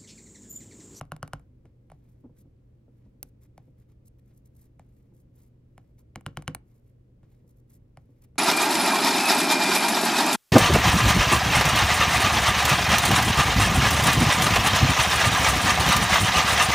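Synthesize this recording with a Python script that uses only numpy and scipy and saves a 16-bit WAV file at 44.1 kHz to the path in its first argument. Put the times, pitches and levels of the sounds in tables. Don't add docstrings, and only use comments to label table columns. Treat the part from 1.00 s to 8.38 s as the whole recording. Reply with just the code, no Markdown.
import sys
import numpy as np
from scipy import signal
from scipy.fft import rfft, irfft
from scipy.io import wavfile

SR = 44100
rng = np.random.default_rng(int(sys.argv[2]) if len(sys.argv) > 2 else 0)


def wav_out(sig):
    wavfile.write(sys.argv[1], SR, np.round(np.clip(np.atleast_2d(sig).T, -1, 1) * 32767).astype(np.int16))


N = 325458


def amp(db):
    return 10 ** (np.asarray(db) / 20)

def unit(x):
    return x / np.sqrt(np.mean(x ** 2) + 1e-30)

def burst(x, db):
    return amp(db) * x / np.sqrt(np.sum(x ** 2) / (SR / 100))

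def freqs(size=N):
    return np.fft.rfftfreq(size, 1 / SR)

def read(points, hz):
    f, value = np.transpose(points)
    return np.interp(np.log(hz + 1), np.log(f + 1), value)

def add(mix, s, sound):
    part = mix[max(round(s * SR), 0):][:len(sound)]
    part += sound[:len(part)]

def colour(x, points):
    return unit(irfft(rfft(x) * amp(read(points, freqs())), N))

def drift(max_hz):
    return unit(irfft(rfft(rng.standard_normal(N)) * (freqs() < max_hz), N))


# f/Hz, level/dB
ROOM_NOISE = [(20, -15), (48, -2), (68, -4.5), (90, -4), (125, -8.5), (165, -11), (270, -13.5),
              (400, -20.5), (520, -21.5), (720, -35), (1500, -43.5), (2200, -45), (4000, -52), (12500, -60),
              (14000, -59.5)]
# f/Hz, likeness/0-1
LIKENESS = [(60, 1), (150, 0.97), (300, 0.76), (600, 0), (1500, 0), (4000, 0), (12000, 0.2)]

def background(noise_db=-58, hum_hz=121.65, hum_db=-60.5):
    left, other = rfft(rng.standard_normal((2, N)))
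    same = read(LIKENESS, freqs())
    right = same * left + np.sqrt(1 - same ** 2) * other
    air = np.array([colour(irfft(side, N), ROOM_NOISE) for side in (left, right)])
    hum = np.sin(2 * np.pi * hum_hz * np.arange(N) / SR + .52 * drift(3))
    hum *= amp(-.5 * drift(5))
    return amp(noise_db) * air + amp(hum_db) * unit(hum)

# f/Hz, t/s
ROOM_FADE = [(150, .33), (600, .24), (2000, .22), (3500, .21), (6000, .15), (14000, .09)]

def room_tail(level_db=-24, mono_hz=250, dull_hz=2000, rise_s=.00047):
    hz, t, noise = signal.stft(rng.standard_normal((2, SR // 2)), SR, nperseg=256)
    hz = hz[:, None]
    same = 1 / (1 + (hz / mono_hz) ** 4)
    noise[1] = same * noise[0] + np.sqrt(1 - same ** 2) * noise[1]
    noise *= amp(-60 * t / read(ROOM_FADE, hz)) * (1 - np.exp(-t / rise_s))
    noise /= np.sqrt(1 + (hz / dull_hz) ** 2)
    tail = signal.istft(noise, SR, nperseg=256)[1]
    return amp(level_db) * tail / np.linalg.norm(tail[0])

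def room_echoes(x, echo_s=.019, echo_db=-22, tails=4, shifts_per_s=9):
    turn = np.arange(N) / SR * shifts_per_s
    wash = np.zeros((2, N))
    for k in range(tails):
        distance = abs((turn - k) % tails - tails / 2)
        share = np.cos(np.pi / 2 * np.minimum(distance, 1))
        wash += signal.fftconvolve((share * x)[None], room_tail(), axes=1)[:, :N]
    echo = np.zeros(N)
    add(echo, echo_s, amp(echo_db) * signal.lfilter(*signal.butter(2, 1500, fs=SR), x))
    return wash + echo

# f/Hz, phase/radians
SIDE_PHASE = [(0, 0), (1900, .05), (3200, .55), (4800, 1.3), (8200, 2.5), (10400, 3.14), (13400, 4.9),
              (16500, 6.1)]

def left_and_right(x):
    phase = np.interp(freqs(), *np.transpose(SIDE_PHASE))
    return irfft(rfft(x) * np.exp(.5j * np.array([phase, -phase])), N)


def friction(spectrum, slips_per_s=11000, spread_db=3.5):
    slips = rng.standard_normal(N) * amp(spread_db * np.minimum(rng.exponential(1, N), 4))
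    slips *= rng.random(N) < slips_per_s / SR
    return colour(unit(slips) + .84 * rng.standard_normal(N), spectrum)

# f/Hz, level/dB
RUB = [(300, -14.5), (600, 2.5), (1000, 4), (1550, -1.5), (2200, 3.5), (2900, -5.5), (3700, -4), (6000, -8),
       (9000, -11), (16000, -39)]
# f/Hz, level/dB
HISS = [(1500, -35.5), (4000, -15.5), (7000, -7.5), (9000, -2), (11700, 1), (12700, -0.5), (13600, -12),
        (15700, -14.5), (16300, -40)]
# t/s, length/s, hiss level/dB, pressure/0-1
STROKES = [(1.034, .05, -83.5, 1), (1.09, .025, -76.5, 0.1), (1.369, 0.046, -68, .35),
           (1.948, 0.13, -86.5, 1), (2.261, 0.032, -73, .05), (2.421, 0.038, -69.5, 0.63),
           (2.783, 0.049, -77, .8), (2.893, 0.033, -77, 0.88), (3.057, 0.025, -68, .2),
           (3.187, 0.01, -71.5, 0.97), (3.264, 0.067, -81, 0.97), (3.349, 0.044, -74.5, .05),
           (3.453, 0.02, -70, 0.46), (3.565, 0.09, -69, 0.43), (3.942, 0.051, -80.5, .4),
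           (4.152, 0.065, -74.5, 0.14), (4.366, 0.1, -71, 0.53), (4.983, 0.028, -67.5, 0.54),
           (5.685, 0.1, -76.5, 0.57), (5.845, 0.063, -79, .6), (6.308, 0.055, -84.5, 1),
           (6.477, 0.042, -72.5, 0.05), (6.568, .03, -75.5, .05), (6.704, 0.059, -65, 0.36),
           (7.221, .027, -65, 0.56)]

def brushing(drag_wait_s=.04, drag_db=-86, drag_pressure=.92, rest_db=-101):
    t = np.arange(N) / SR
    drags = [(s + drag_wait_s, length, drag_db, drag_pressure) for s, *_, length in DABS if length > 0]
    rub_power = np.zeros(N)
    hiss_power = amp(rest_db + 4 * drift(4.3)) ** 2
    for start, length, db, pressure in STROKES + drags:
        along = 2 * (t - start) / length - 1
        power = amp(db) ** 2 * np.exp(-.3 * along ** 2 - .4 * along ** 4)
        rub_power += power * amp(-21 + 21.5 * pressure) ** 2
        hiss_power += power
    rub = np.sqrt(rub_power) * friction(RUB) * amp(3 * drift(45))
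    hiss = np.sqrt(hiss_power) * friction(HISS) * amp(4 * drift(80))
    return rub + hiss

def judder(start_s=1.238, length_s=.05, slips_per_s=255, level_db=-48):
    size = round(length_s * SR)
    along = np.arange(size) / size
    turns = np.cumsum(slips_per_s * (1 + .11 * drift(170)[:size])) / SR
    rough_tone = [(150, -8), (330, 0), (550, -13), (950, -18), (1500, -35), (6000, -60)]  # f/Hz, level/dB
    rough = colour(rng.standard_normal(N), rough_tone)[:size]
    slips = np.sin(2 * np.pi * turns) + amp(-12) * rough
    swell = np.sin(np.pi * along) * np.exp(-3 * along)
    out = np.zeros(N)
    add(out, start_s, amp(level_db) * unit(slips * swell))
    return out

# f/Hz, level/dB
SCUFF = [(200, -9.5), (450, 1), (1300, -3.5), (2200, -8), (3500, -12.5), (7000, -17), (12000, -24),
         (16000, -40.5)]

def scuff(fade_s=.15, rise_s=.002, size=8192):
    t = np.arange(size) / SR
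    noise = irfft(rfft(rng.standard_normal(size)) * amp(read(SCUFF, freqs(size))))
    return noise * amp(-60 * t / fade_s) * (1 - np.exp(-t / rise_s))

# f/Hz, level/dB, time to fade by 60 dB/s
BLOCK_TONES = [(56, -11, 0.26), (104, -14.5, 0.28), (124.5, 6.5, 0.045), (146, -2, 0.14),
               (195, -10.5, 0.14), (273.3, -5, .13), (325, -10.5, 0.11), (484, -17, .13),
               (527, -23.5, 0.16)]

def thump(lift_db, rise_s=.0028, scatter_db=3):
    t = np.arange(SR // 3) / SR
    ring = np.zeros(len(t))
    for hz, db, fade_s in BLOCK_TONES:
        louder, higher = rng.standard_normal(2)
        level = db + lift_db * np.clip(np.log2(hz / 150), 0, 1) + scatter_db * louder
        ring += amp(level - 60 * t / fade_s) * np.sin(2 * np.pi * hz * (1 + higher / 50) * t)
    return ring * (1 - np.exp(-t / rise_s))

# t/s, scuff level/dB
PRESSES = [(.649, -64), (1.237, -66), (1.294, -69), (1.453, -71), (1.879, -70), (2.061, -72),
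           (2.676, -70.5), (4.122, -73), (6.442, -73.5), (7.089, -75)]

def presses(dull_hz=900, thump_db=-53):
    out = np.zeros(N)
    muffle = signal.butter(4, dull_hz, fs=SR)
    for s, db in PRESSES:
        add(out, s, burst(signal.lfilter(*muffle, scuff(fade_s=.037)), db))
        add(out, s, burst(thump(lift_db=8), thump_db))
    return out

def click_spectrum(gain):
    log_gain = np.log(np.maximum(gain / gain.max(), 1e-4))
    mirrored = np.concatenate([log_gain, log_gain[-2:0:-1]])
    return np.exp(np.conj(signal.hilbert(mirrored)))[:len(gain)]

# f/Hz, level/dB
FIBRES = [(1500, -27.5), (3500, -5), (5000, -4.5), (7000, -3), (9500, 6), (12500, -6), (14000, -17.5),
          (16500, -24.5)]

def crackle(spectrum=FIBRES, decay_s=.0011, size=2048):
    t = np.arange(size) / SR
    noise = rng.standard_normal(size) * (np.exp(-t / decay_s) + amp(-26) * np.exp(-t / .003))
    return irfft(rfft(noise) * click_spectrum(amp(read(spectrum, freqs(size)))))

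# f/Hz, level/dB
SNAP_COLOUR = [(700, -15), (1400, -16), (2000, -23), (2900, -11), (3800, -18), (5000, -13), (6500, -9),
               (9500, 0), (11000, -1), (12700, -1), (14000, -6), (16500, -13)]
# t/s, level/dB
SNAPS = [(2.2295, -36.5), (5.5487, -41)]

def snaps():
    out = np.zeros(N)
    for s, db in SNAPS:
        add(out, s, burst(crackle(SNAP_COLOUR, decay_s=.0004), db))
    return out

# f/Hz, width/Hz, level at place 0/dB, level at place 1/dB
SHEET_TONES = [(560, 260, -3.5, -10), (760, 450, -3, 6), (1090, 230, 0, -1.5), (1393, 530, 3, -7.5),
               (1800, 400, -13.5, -6), (2220, 580, -16.5, 0), (2899, 510, -6, -9), (4000, 380, -29.5, -15),
               (5000, 220, -15.5, -34)]

def slap(hardness, place, bass_delay_s=.0035, size=4096):
    f = freqs(size)
    power = amp(-24) ** 2 / (1 + (f / 2500) ** 6)
    for hz, width, db_0, db_1 in SHEET_TONES:
        centre = hz * (1 + .02 * rng.standard_normal())
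        level = db_0 + place * (db_1 - db_0)
        power += amp(level) ** 2 / (1 + (2 * (f - centre) / width) ** 2) ** 3
    brightness = amp(hardness * np.log2(np.maximum(f, 600) / 1000))
    bass_cut = f ** 2 / (f ** 2 + 330 ** 2)
    click = click_spectrum(np.sqrt(power) * brightness * bass_cut)
    delay = bass_delay_s / (1 + (f / 600) ** 1.5)
    return irfft(click * np.exp(-2j * np.pi * np.cumsum(delay) * SR / size))

# t/s, level/dB
PEELS = [(0.0528, -68), (0.1643, -55), (.2773, -54.5), (0.3958, -65.5), (5.2095, -61), (5.4227, -54.5),
         (5.5485, -40.5)]

def peels(usual_db=-55):
    out = np.zeros(N)
    for s, db in PEELS:
        pull = db - usual_db
        add(out, s, burst(slap(hardness=-.37 + .14 * pull, place=.68), db))
        add(out, s, burst(crackle(), db - 1 + .3 * pull))
        add(out, s, burst(thump(lift_db=4.5), db - 4))
    return out

# t/s, slap level/dB, hardness/dB per octave, place on the sheet/0-1, drag length/s
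DABS = [(0.0113, -37, -3.5, 0.44, 0.034), (0.1191, -35, -4, 0.1, 0.023), (.2285, -34.5, -3.5, 0.03, 0.15),
        (0.3334, -34.5, -3, .2, 0), (.655, -67, 0.5, 0.85, 0), (.9, -60, -2, 0.66, 0.019),
        (0.9175, -50.5, -9, 0.76, 0.23), (2.2306, -58, -0.5, 0.46, 0), (2.5784, -51, -7, 0.99, 0.075),
        (3.7949, -53, -6, 0.9, 0.23), (4.7789, -52.5, -2, 0.73, 0.079), (5.158, -40, 2, 0.76, 0.013),
        (5.2633, -36, 3, 0.3, 0.16), (5.3715, -35.5, 2, .5, 0.054), (5.4784, -32.5, 4.5, .46, 0),
        (6.231, -69.5, -4, .7, 0.15), (6.9721, -51, -3.5, 0.82, 0.23), (7.3565, -63, -6, .7, 0.061)]

def dabs(touch_lead_s=.0048, thump_lag_s=.004, hand_scuff_db=-71, hand_thump_db=-52):
    out = np.zeros(N)
    for s, db, hardness, place, _ in DABS:
        squash = np.hypot(amp(db - 21 + .65 * hardness), amp(hand_scuff_db))
        push = np.hypot(amp(db + 2 + .4 * hardness), amp(hand_thump_db))
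        add(out, s - touch_lead_s, burst(slap(hardness + 6, place), db - 27))
        add(out, s, burst(slap(hardness, place), db))
        add(out, s, burst(crackle(), db - 8 + .54 * hardness))
        add(out, s, squash * burst(scuff(), 0))
        add(out, s + thump_lag_s, -push * burst(thump(lift_db=1.3 * hardness), 0))
    return out


def scene():
    paper = dabs() + peels() + presses() + brushing() + judder() + snaps()
    return left_and_right(paper) + room_echoes(paper) + background()

def record(dry):
    treble_cut = signal.firwin(511, 16600, window=("kaiser", 9), fs=SR)
    return signal.oaconvolve(dry, treble_cut[None], "same")


dry = scene()
out = record(dry)
wav_out(out)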